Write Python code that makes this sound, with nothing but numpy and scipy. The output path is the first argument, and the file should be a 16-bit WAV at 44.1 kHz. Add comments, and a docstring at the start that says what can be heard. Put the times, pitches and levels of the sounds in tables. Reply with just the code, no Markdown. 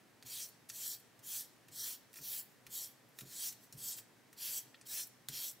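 """Steady room noise with a faint fuzzy hum, and a fainter fuzzy tone that comes and goes, lie under everything.
From 0.2 s a sanding stick is set down on a thin brass sheet on a desk mat: noise-burst ticks excite the
sheet's modes, damped sines knock in the stick, and low pushes with rumble thump the desk.
It then bites, is pushed and lifts: dense random grit impulses drive the same modes as a shaped scratch.
This happens eleven times, up to 5.5 s, in a small damped room heard by a close pair of microphones."""
import sys
import numpy as np
from scipy import signal
from scipy.fft import rfft, irfft
from scipy.io import wavfile
from scipy.ndimage import uniform_filter1d

SR = 44100
rng = np.random.default_rng(int(sys.argv[2]) if len(sys.argv) > 2 else 0)


def digitize_waveform(pressure):
    """Quantize a signal to 16-bit integers and store it at the path in sys.argv[1].

    Rows of a 2-D input are taken as channels; values are limited to [-1, 1].
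    """
    field = np.atleast_2d(pressure).T
    bounded = np.clip(field, -1, 1)
    quanta = np.round(bounded * 32767).astype(np.int16)
    wavfile.write(sys.argv[1], SR, quanta)


N = 246959

# colour of grit on brass between the modes, relative: f/Hz, density level/dB
GRIT_COLOUR = [(700, -9), (1200, -10.5), (1650, -5), (2100, -6.5), (2450, -3.5), (2900, -4), (3900, -5.5),
               (5000, -1), (5700, 3.5), (6600, 4.5), (7700, 5), (8700, 3.5), (11000, 2.5), (13500, 2.5),
               (15800, -0.5)]


def gain_of(db):
    """Level: an amplitude ratio is ten to the power of dB over 20."""
    return 10 ** (np.asarray(db) / 20)


def evened(x):
    """Normalisation: scales a signal to a root-mean-square value of 1."""
    return x / np.sqrt(np.mean(x ** 2) + 1e-20)


def read(points, hz):
    """Interpolation: reads a table of values along a logarithmic frequency axis."""
    f, value = np.transpose(points)
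    return np.interp(np.log(hz + 1), np.log(f + 1), value)


def add(mix, s, sound):
    """Superposition: adds a sound to the mix from time s."""
    part = mix[round(s * SR):][:len(sound)]
    part += sound[:len(part)]


def resonate(x, hz, width):
    """Resonance: a damped two-pole oscillator with a peak gain near 1."""
    r = np.exp(-np.pi * max(width, 5) / SR)
    return signal.lfilter([1 - r, 0, r - 1], [1, -2 * r * np.cos(2 * np.pi * hz / SR), r * r], x)


def coloured(x, db_of):
    """Linear filtering: weights the spectrum by a level in dB given as a function of frequency."""
    hz = np.fft.rfftfreq(len(x), 1 / SR)
    return irfft(rfft(x) * gain_of(db_of(hz)), len(x))


def wander(rate_hz, count):
    """Slow random variation: straight lines join normal random values drawn rate_hz times a second."""
    knot_t = np.arange(int(N / SR * rate_hz) + 2) / rate_hz
    t = np.arange(N) / SR
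    return [np.interp(t, knot_t, row) for row in rng.standard_normal((count, len(knot_t)))]


def air():
    """Partial coherence: steady noise is partly shared by the two channels; resonant noise hums in both."""
    # spectrum of room air and microphone hiss, relative: f/Hz, density level/dB
    air_colour = [(25, -42), (60, -15), (100, -19), (145, -5), (247, -2), (500, -7.5), (900, -11),
                  (1350, -13.5), (1800, -10.5), (2190, -14), (3200, -18), (5640, -20.5), (15800, -26.5)]
    # left-right likeness of the hiss: f/Hz, correlation (0 to 1)
    likeness = [(30, .9), (60, 0.24), (250, 0.49), (1000, 0.7), (4000, 0.6), (15000, 0.83)]
    # fuzzy low hum: f/Hz, width of each of two resonances/Hz, level/dB
    hum_mode = (121, 32, -77)
    level_db = -66

    a, b = rfft(rng.standard_normal((2, N)), axis=1)
    hz = np.fft.rfftfreq(N, 1 / SR)
    same = np.clip(read(likeness, hz), 0, 1)
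    pair = np.array([a, same * a + np.sqrt(1 - same ** 2) * b])
    hiss = irfft(pair * gain_of(read(air_colour, hz)), N, axis=1)
    hum_hz, width, hum_db = hum_mode
    hum = resonate(resonate(rng.standard_normal(N), hum_hz, width), hum_hz, width)
    return gain_of(level_db) * evened(hiss) + gain_of(hum_db) * evened(hum)


def whine():
    """Narrow-band noise: two equal resonances in series make a fuzzy tone, unrelated left and right."""
    # spells of the tone: start t/s, end t/s, level/dB
    spells = [(2.42, 2.95, -83), (4.05, 4.12, -86)]
    rest_db, fade_s = -94, 0.15
    tone_hz, width_hz, waver_db = 1870, 90, 3

    t = np.arange(N) / SR
    db = rest_db
    for start, end, top_db in spells:
        inside = np.clip(1 + np.minimum(t - start, end - t) / fade_s, 0, 1)
        db = db + (top_db - rest_db) * inside
    tone = rng.standard_normal((2, N))
    tone = resonate(resonate(tone, tone_hz, width_hz), tone_hz, width_hz)
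    return gain_of(db + waver_db * wander(10.1, count=1)[0]) * evened(tone)


def room(x):
    """Reverberation: sparse taps of random sign, unlike left and right, decay at a rate set by frequency."""
    # reverberation time: f/Hz, t60/s
    decay = [(100, 0.94), (2000, 1), (15000, 0.44)]
    taps = np.zeros((2, SR // 2))
    at = np.arange(100, SR // 2 - 20, 20)
    at = at + rng.integers(0, 20, (2, len(at)))  # one tap at random in each slot of 20 samples
    np.put_along_axis(taps, at, rng.choice([-1., 1.], at.shape), 1)
    hz, t, z = signal.stft(taps, SR, nperseg=256)
    fall = gain_of(-60 * t / read(decay, hz)[:, None])
    tail = signal.istft(z * fall, SR, nperseg=256)[1]
    return signal.fftconvolve(x[None], tail / np.linalg.norm(tail[0]), axes=1)[:, :N]


def thumps(rise_s=0.012, rumble_db=-4, sag_db=-14):
    """Forced vibration: the hand's weight gives a low push, rumble and sag, which ring the desk top."""
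    # the desk takes the hand's weight: t/s, push level/dB, f of the push/Hz, t60/s
    weights = [(0.242, -54.5, 124, 0.13), (0.698, -58.5, 116, 0.096), (1.184, -60, 120, 0.075),
               (1.683, -59, 152, 0.24), (2.201, -51, 144, .12), (2.671, -57, 133, 0.13),
               (3.213, -50.5, 135, 0.26), (3.734, -50.5, 140.7, 0.24), (3.82, -61, 128, .2),
               (3.97, -61, 111, 0.11), (4.33, -71, 94, 0.11), (4.808, -63, 105, 0.099),
               (5.289, -46.5, 141.4, 0.18)]
    # lowest mode of the desk top: f/Hz, width/Hz, level against the push/dB
    desk_mode = (110, 13, 1.3)

    out, t = np.zeros(N), np.arange(SR // 2) / SR
    rise = 1 - np.exp(-t / rise_s)
    for (s, db, push_hz, t60), noise in zip(weights, rng.standard_normal((len(weights), len(t)))):
        rumble = evened(coloured(noise, lambda f: -20 * np.log10(1 + (f / 300) ** 3 + (90 / (f + 1)) ** 2)))
        push = np.sin(2 * np.pi * push_hz * t)
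        sag = gain_of(sag_db) * np.sin(2 * np.pi * 55 * t)
        add(out, s, gain_of(db - 60 * t / t60) * (push + sag + gain_of(rumble_db) * rumble) * rise)
    desk_hz, width, desk_db = desk_mode
    return out + gain_of(desk_db) * resonate(out, desk_hz, width)


def sheet(force, broad_db=-11, bellies=0.37, contact_hz=10):
    """Modal superposition: each mode's drive swells and fades as the contact crosses nodes and bellies."""
    # modes of the sheet: f/Hz, width before contact damping/Hz, level/dB (less the grit colour there)
    sheet_modes = [(1770, 94, -15), (2540, 1100, -15), (3253, 42, -7.5), (3515, 37, -11.5), (3824, 26, -9),
                   (4116, 53, -6.5), (4283, 51, -7.5), (4583, 70, -7), (5296, 70, -0.5), (5600, 110, 1.5),
                   (5880, 17, -7.5), (6083, 12, 2.5), (6880, 100, -4.5), (7320, 120, -2.5),
                   (7810, 280, -1.5), (8480, 51, -5.5), (9020, 74, -3), (9420, 25, -0.5), (9840, 29, 1.5),
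                   (10340, 21, -7), (11160, 100, -12.5), (11700, 130, -8), (12220, 110, -4.5),
                   (13200, 130, -0.5), (12700, 100, -10), (13860, 63, -11.5), (13930, 54, -0.5),
                   (15100, 200, -1)]
    damping_hz = 35  # widens every mode
    out = gain_of(broad_db) * force
    for (hz, width, db), place in zip(sheet_modes, wander(contact_hz, count=len(sheet_modes))):
        drive = force * np.cos(np.pi * bellies * place)
        out = out + gain_of(db - read(GRIT_COLOUR, hz)) * resonate(drive, hz, width + damping_hz)
    return out


def ticks(crack_s=0.00045, edge_hz=1200):
    """Impact excitation: a sharp crack and a rattle on the mat drive the sheet; the stick knocks hollowly."""
    # the stick lands, bounces or catches an edge: t/s, drive level of the rattle/dB, centre f/Hz,
    # breadth/octaves, rise t/s, crack re rattle/dB, knock re rattle/dB
    landings = [(0.2255, -56, 3100, 2.1, .0007, 10, 5), (0.486, -53.5, 12250, .7, .002, 0, -12),
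                (0.688, -39.5, 9000, 1.4, 0.011, -9, -23), (.699, -46, 5630, 0.57, .0005, 2, 8),
                (.997, -59, 12000, 0.6, .002, 4, -16), (1.1913, -61.5, 8000, 1.6, .0005, 2, -13),
                (1.6837, -57.5, 2860, 5.2, .0006, 0, 7.5), (2.1308, -62, 9000, 1.3, .0006, 19, 4),
                (2.14, -56, 7620, 3.1, 0.00069, 15, 4), (2.157, -53.5, 6580, 3.1, .0012, 11, 6),
                (2.1677, -54, 11900, 0.98, .0012, 12, 7), (2.1863, -54, 12500, 1.2, .002, 0, 10.5),
                (2.6657, -51.5, 2820, 6.4, .0012, 0, 7), (3.088, -68, 13500, 0.41, .002, 0, -16),
                (3.188, -48.5, 5430, 5.6, 0.00029, 14.5, 4), (3.1906, -60, 6200, 1.3, .0003, 6, -6),
                (3.197, -60, 12000, 1.7, .0012, 3, 7), (3.2078, -49.5, 5500, 5.3, 0.0011, 2.2, 2),
                (3.5242, -52, 6310, 1.6, .0017, 0, -9), (3.7252, -52, 7640, 0.97, .0004, 7, -2),
                (3.983, -45.5, 7210, 8.6, 0.0056, 2, 2), (4.3286, -58, 8000, 1.9, .0006, 6, 6),
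                (4.7433, -57.5, 3600, 0.37, 0.0019, 2.2, 15.5), (4.812, -58, 6600, 0.6, .0004, -4, 5.5),
                (5.068, -50, 12500, 0.61, .003, 2, -8), (5.286, -41, 6500, 6.1, 0.00028, 14.5, -4),
                (5.288, -55, 6300, 1.2, 0.00029, 12, -12), (5.512, -53, 12000, 0.47, .003, -3, -10)]
    # modes of the stick: f/Hz, level re knock/dB, t60/s
    stick_modes = [(1370, -15.5, 0.04), (1844, -8, 0.027), (2450, -11.5, 0.033), (2680, -13, 0.028)]
    rattle_t60_s, knock_rise_s, grip_db = 0.064, 0.00092, 1.8

    out, knocks, t = np.zeros(N), np.zeros(N), np.arange(4096) / SR
    noises = rng.standard_normal((len(landings), len(t)))
    grips = rng.standard_normal((len(landings), len(stick_modes)))
    for (s, db, hz, octaves, rise_s, crack_db, knock_db), noise, grip in zip(landings, noises, grips):
        noise = evened(coloured(noise, lambda f: -6 * (np.log2((f + 50) / hz) / octaves) ** 2))
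        crack = gain_of(crack_db) * np.exp(-t / crack_s)
        rattle = gain_of(-60 * t / rattle_t60_s)
        add(out, s, gain_of(db) * noise * (crack + rattle) * np.minimum(t / rise_s, 1))
        # the grip alters the level of each stick mode a little at every landing
        for (mode_hz, mode_db, ring_s), g in zip(stick_modes, grip):
            ring_db = db + knock_db + mode_db + grip_db * g - 60 * t / ring_s
            ring = gain_of(ring_db) * np.sin(2 * np.pi * mode_hz * t)
            add(knocks, s, ring * np.minimum(t / knock_rise_s, 1))
    # so small a sheet radiates no bass
    thin = signal.sosfilt(signal.butter(3, edge_hz, "high", fs=SR, output="sos"), out)
    return sheet(thin, broad_db=1) + knocks


def contact(t):
    """Energy addition: strokes that bite, speed up, hold, lift and die, and brushes, sum as band powers."""
    # one row a stroke: bite t/s, up to speed t/s, lift t/s, release length t/s, then nominal values:
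    # bite level/dB, up-to-speed level/dB, mid-stroke swell/dB, lift level/dB, body (low band) relative/dB,
    # fizz (high band) relative/dB, drift of body from bite to lift/dB, drift of fizz/dB
    strokes = [(.264, 0.376, .44, 0.066, -58.5, -49.5, 1.5, -47.5, -3.5, 1, -5, -6),
               (0.737, 0.788, .94, 0.049, -56, -51, 2, -47.5, -5, 1, 2.5, -1),
               (1.237, 1.313, 1.409, 0.06, -61.5, -48.5, 1.5, -46.5, -6, 1.5, 0.5, 0),
               (1.723, 1.801, 1.939, 0.047, -61.5, -47.5, 2.2, -49.5, -3.5, 1, 1.5, 2.5),
               (2.214, 2.268, 2.398, 0.043, -61, -51, 0.5, -48.5, -3, 4.5, 0.5, 2.5),
               (2.703, 2.755, 2.844, 0.077, -62, -48.5, 0, -50.5, -4, 3.5, 1, 1.5),
               (3.259, 3.43, 3.488, 0.048, -66, -45, -1, -43, -4, 0.5, -4, -2),
               (3.779, 3.887, 3.934, 0.048, -59.5, -44, .5, -45, -6.5, 0, -1.5, -8),
               (4.379, 4.431, 4.585, 0.044, -59.5, -49, 0, -44.5, -2.5, 2, -3, 2.5),
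               (4.868, 4.96, 5.035, .045, -56.5, -46.5, 3.5, -49.5, -4, 1, -2, -1),
               (5.308, 5.372, 5.5, 0.045, -58, -47, 0.4, -50, -3, 2, -2, 4)]
    # lean of body and of fizz in any stroke, level/dB at:
    # approach, bite, speed-up, full speed, mid-stroke, lift, release, tail
    body_lean = (6, -0.4, 0.6, -0.1, 0.83, -3.5, 4, 8)
    fizz_lean = (3, -1, 1, 0.4, 1.3, -2, 5, -9)
    # the stick brushes the sheet lightly while set or turned: t/s, level/dB, half length t/s
    brushes = [(0.722, -59.5, 0.025), (2.18, -56.5, 0.047), (2.52, -77, .06), (3.206, -59, 0.044),
               (3.24, -69, .03), (3.639, -66, 0.054), (3.75, -67, .03), (3.982, -52, 0.036),
               (5.3, -57, .015)]
    approach_s, approach_db = 0.015, -17  # before the bite, against its level
    ease_db = 1.5  # the speed-up bows upward
    release_db, tail_s, tail_db = -25, 0.074, -37.5  # after the lift, against its level
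    brush_ends_db, brush_body_db, brush_fizz_db = -17, -5.5, 1.5

    power = np.full((3, len(t)), 1e-12)  # rows: body, middle, fizz
    for (bite, up, lift, release_s, bite_db, up_db, swell_db, lift_db,
         body_db, fizz_db, body_drift_db, fizz_drift_db) in strokes:
        release = lift + release_s
        s = np.array([bite - approach_s, bite, (bite + up) / 2, up,
                      (up + lift) / 2, lift, release, release + tail_s])
        db = np.array([bite_db + approach_db, bite_db, (bite_db + up_db) / 2 + ease_db, up_db,
                       (up_db + lift_db) / 2 + swell_db, lift_db, lift_db + release_db, lift_db + tail_db])
        along = np.clip((s - bite) / (lift - bite), 0, 1) - .5
        body = body_db + body_drift_db * along + body_lean
        fizz = fizz_db + fizz_drift_db * along + fizz_lean
        during = (t >= s[0]) * (t <= s[-1])
        power += [gain_of(2 * np.interp(t, s, db + lean)) * during for lean in (body, 0, fizz)]
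    brush_colour = np.array([[brush_body_db], [0], [brush_fizz_db]])
    for s, db, half_s in brushes:
        far = abs(t - s) / half_s
        power += gain_of(2 * (db + brush_ends_db * far + brush_colour)) * (far < 2)
    return 10 * np.log10(power)


def scratch(grains_per_s=25000, spread_db=-0.2, patchy_db=2.0):
    """Stochastic excitation: grit grains catch and release; pressure and speed shift weight among bands."""
    knee_hz, knee_db = 3050, -6  # below this the pressed sheet radiates abruptly less
    size = gain_of(spread_db * np.minimum(rng.exponential(1, N), 5)) * rng.standard_normal(N)
    grit = size * (rng.random(N) < grains_per_s / SR)
    ringing = sheet(coloured(grit, lambda f: read(GRIT_COLOUR, f)))
    hz, t, z = signal.stft(ringing, SR, nperseg=256, noverlap=192)
    zones = [(hz < 5000), (hz >= 5000) & (hz < 10000), (hz >= 10000)]  # body, middle, fizz
    for zone in zones:
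        # unit mean power in each zone; 1.5 allows for the window's noise bandwidth
        z[zone] /= np.sqrt(2 * np.mean(np.sum(abs(z[zone]) ** 2, axis=0)) / 1.5)
    level_db = sum(zone[:, None] * db for zone, db in zip(zones, contact(t)))
    level_db = uniform_filter1d(level_db, size=5, axis=0)  # blends the zone borders
    level_db = level_db + knee_db * (hz < knee_hz)[:, None]
    # worn and fresh patches of abrasive favour different bands for a moment
    patches = rng.standard_normal(z.shape[::-1]).T
    patches = uniform_filter1d(patches, size=4, axis=0)
    patches = evened(uniform_filter1d(patches, size=40, axis=1))
    return signal.istft(z * gain_of(level_db + patchy_db * patches), SR, nperseg=256, noverlap=192)[1][:N]


def apart(x):
    """Decorrelation: random phases make a side signal that grows with frequency, widening the treble."""
    # side signal against middle: f/Hz, level/dB
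    side_level = [(2000, -93), (5000, -34), (9000, -12), (15000, -8.5)]
    hz, t, z = signal.stft(x, SR, nperseg=128)
    turn = np.exp(2j * np.pi * rng.random(z.shape[::-1]).T)  # random phases
    return signal.istft(z * turn * gain_of(read(side_level, hz))[:, None], SR, nperseg=128)[1][:N]


def scene():
    """Middle-and-side superposition: the work lies centred, in a small damped room."""
    brass = scratch() + ticks()
    no_bass = signal.butter(4, 500, "high", fs=SR, output="sos")
    work = signal.sosfilt(no_bass, brass) + thumps()
    side = signal.sosfilt(no_bass, apart(brass))
    direct = work + side * np.array([[1], [-1]])
    return direct + gain_of(-19) * room(work) + air() + whine()


def record(dry):
    """Band limitation: a symmetric low-pass ends the spectrum near 15.8 kHz."""
    edge_hz = 15780
    low_pass = signal.firwin(1023, edge_hz, window=("kaiser", 9), fs=SR)
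    return signal.oaconvolve(dry, low_pass[None], "same")


dry = scene()
out = record(dry)
digitize_waveform(out)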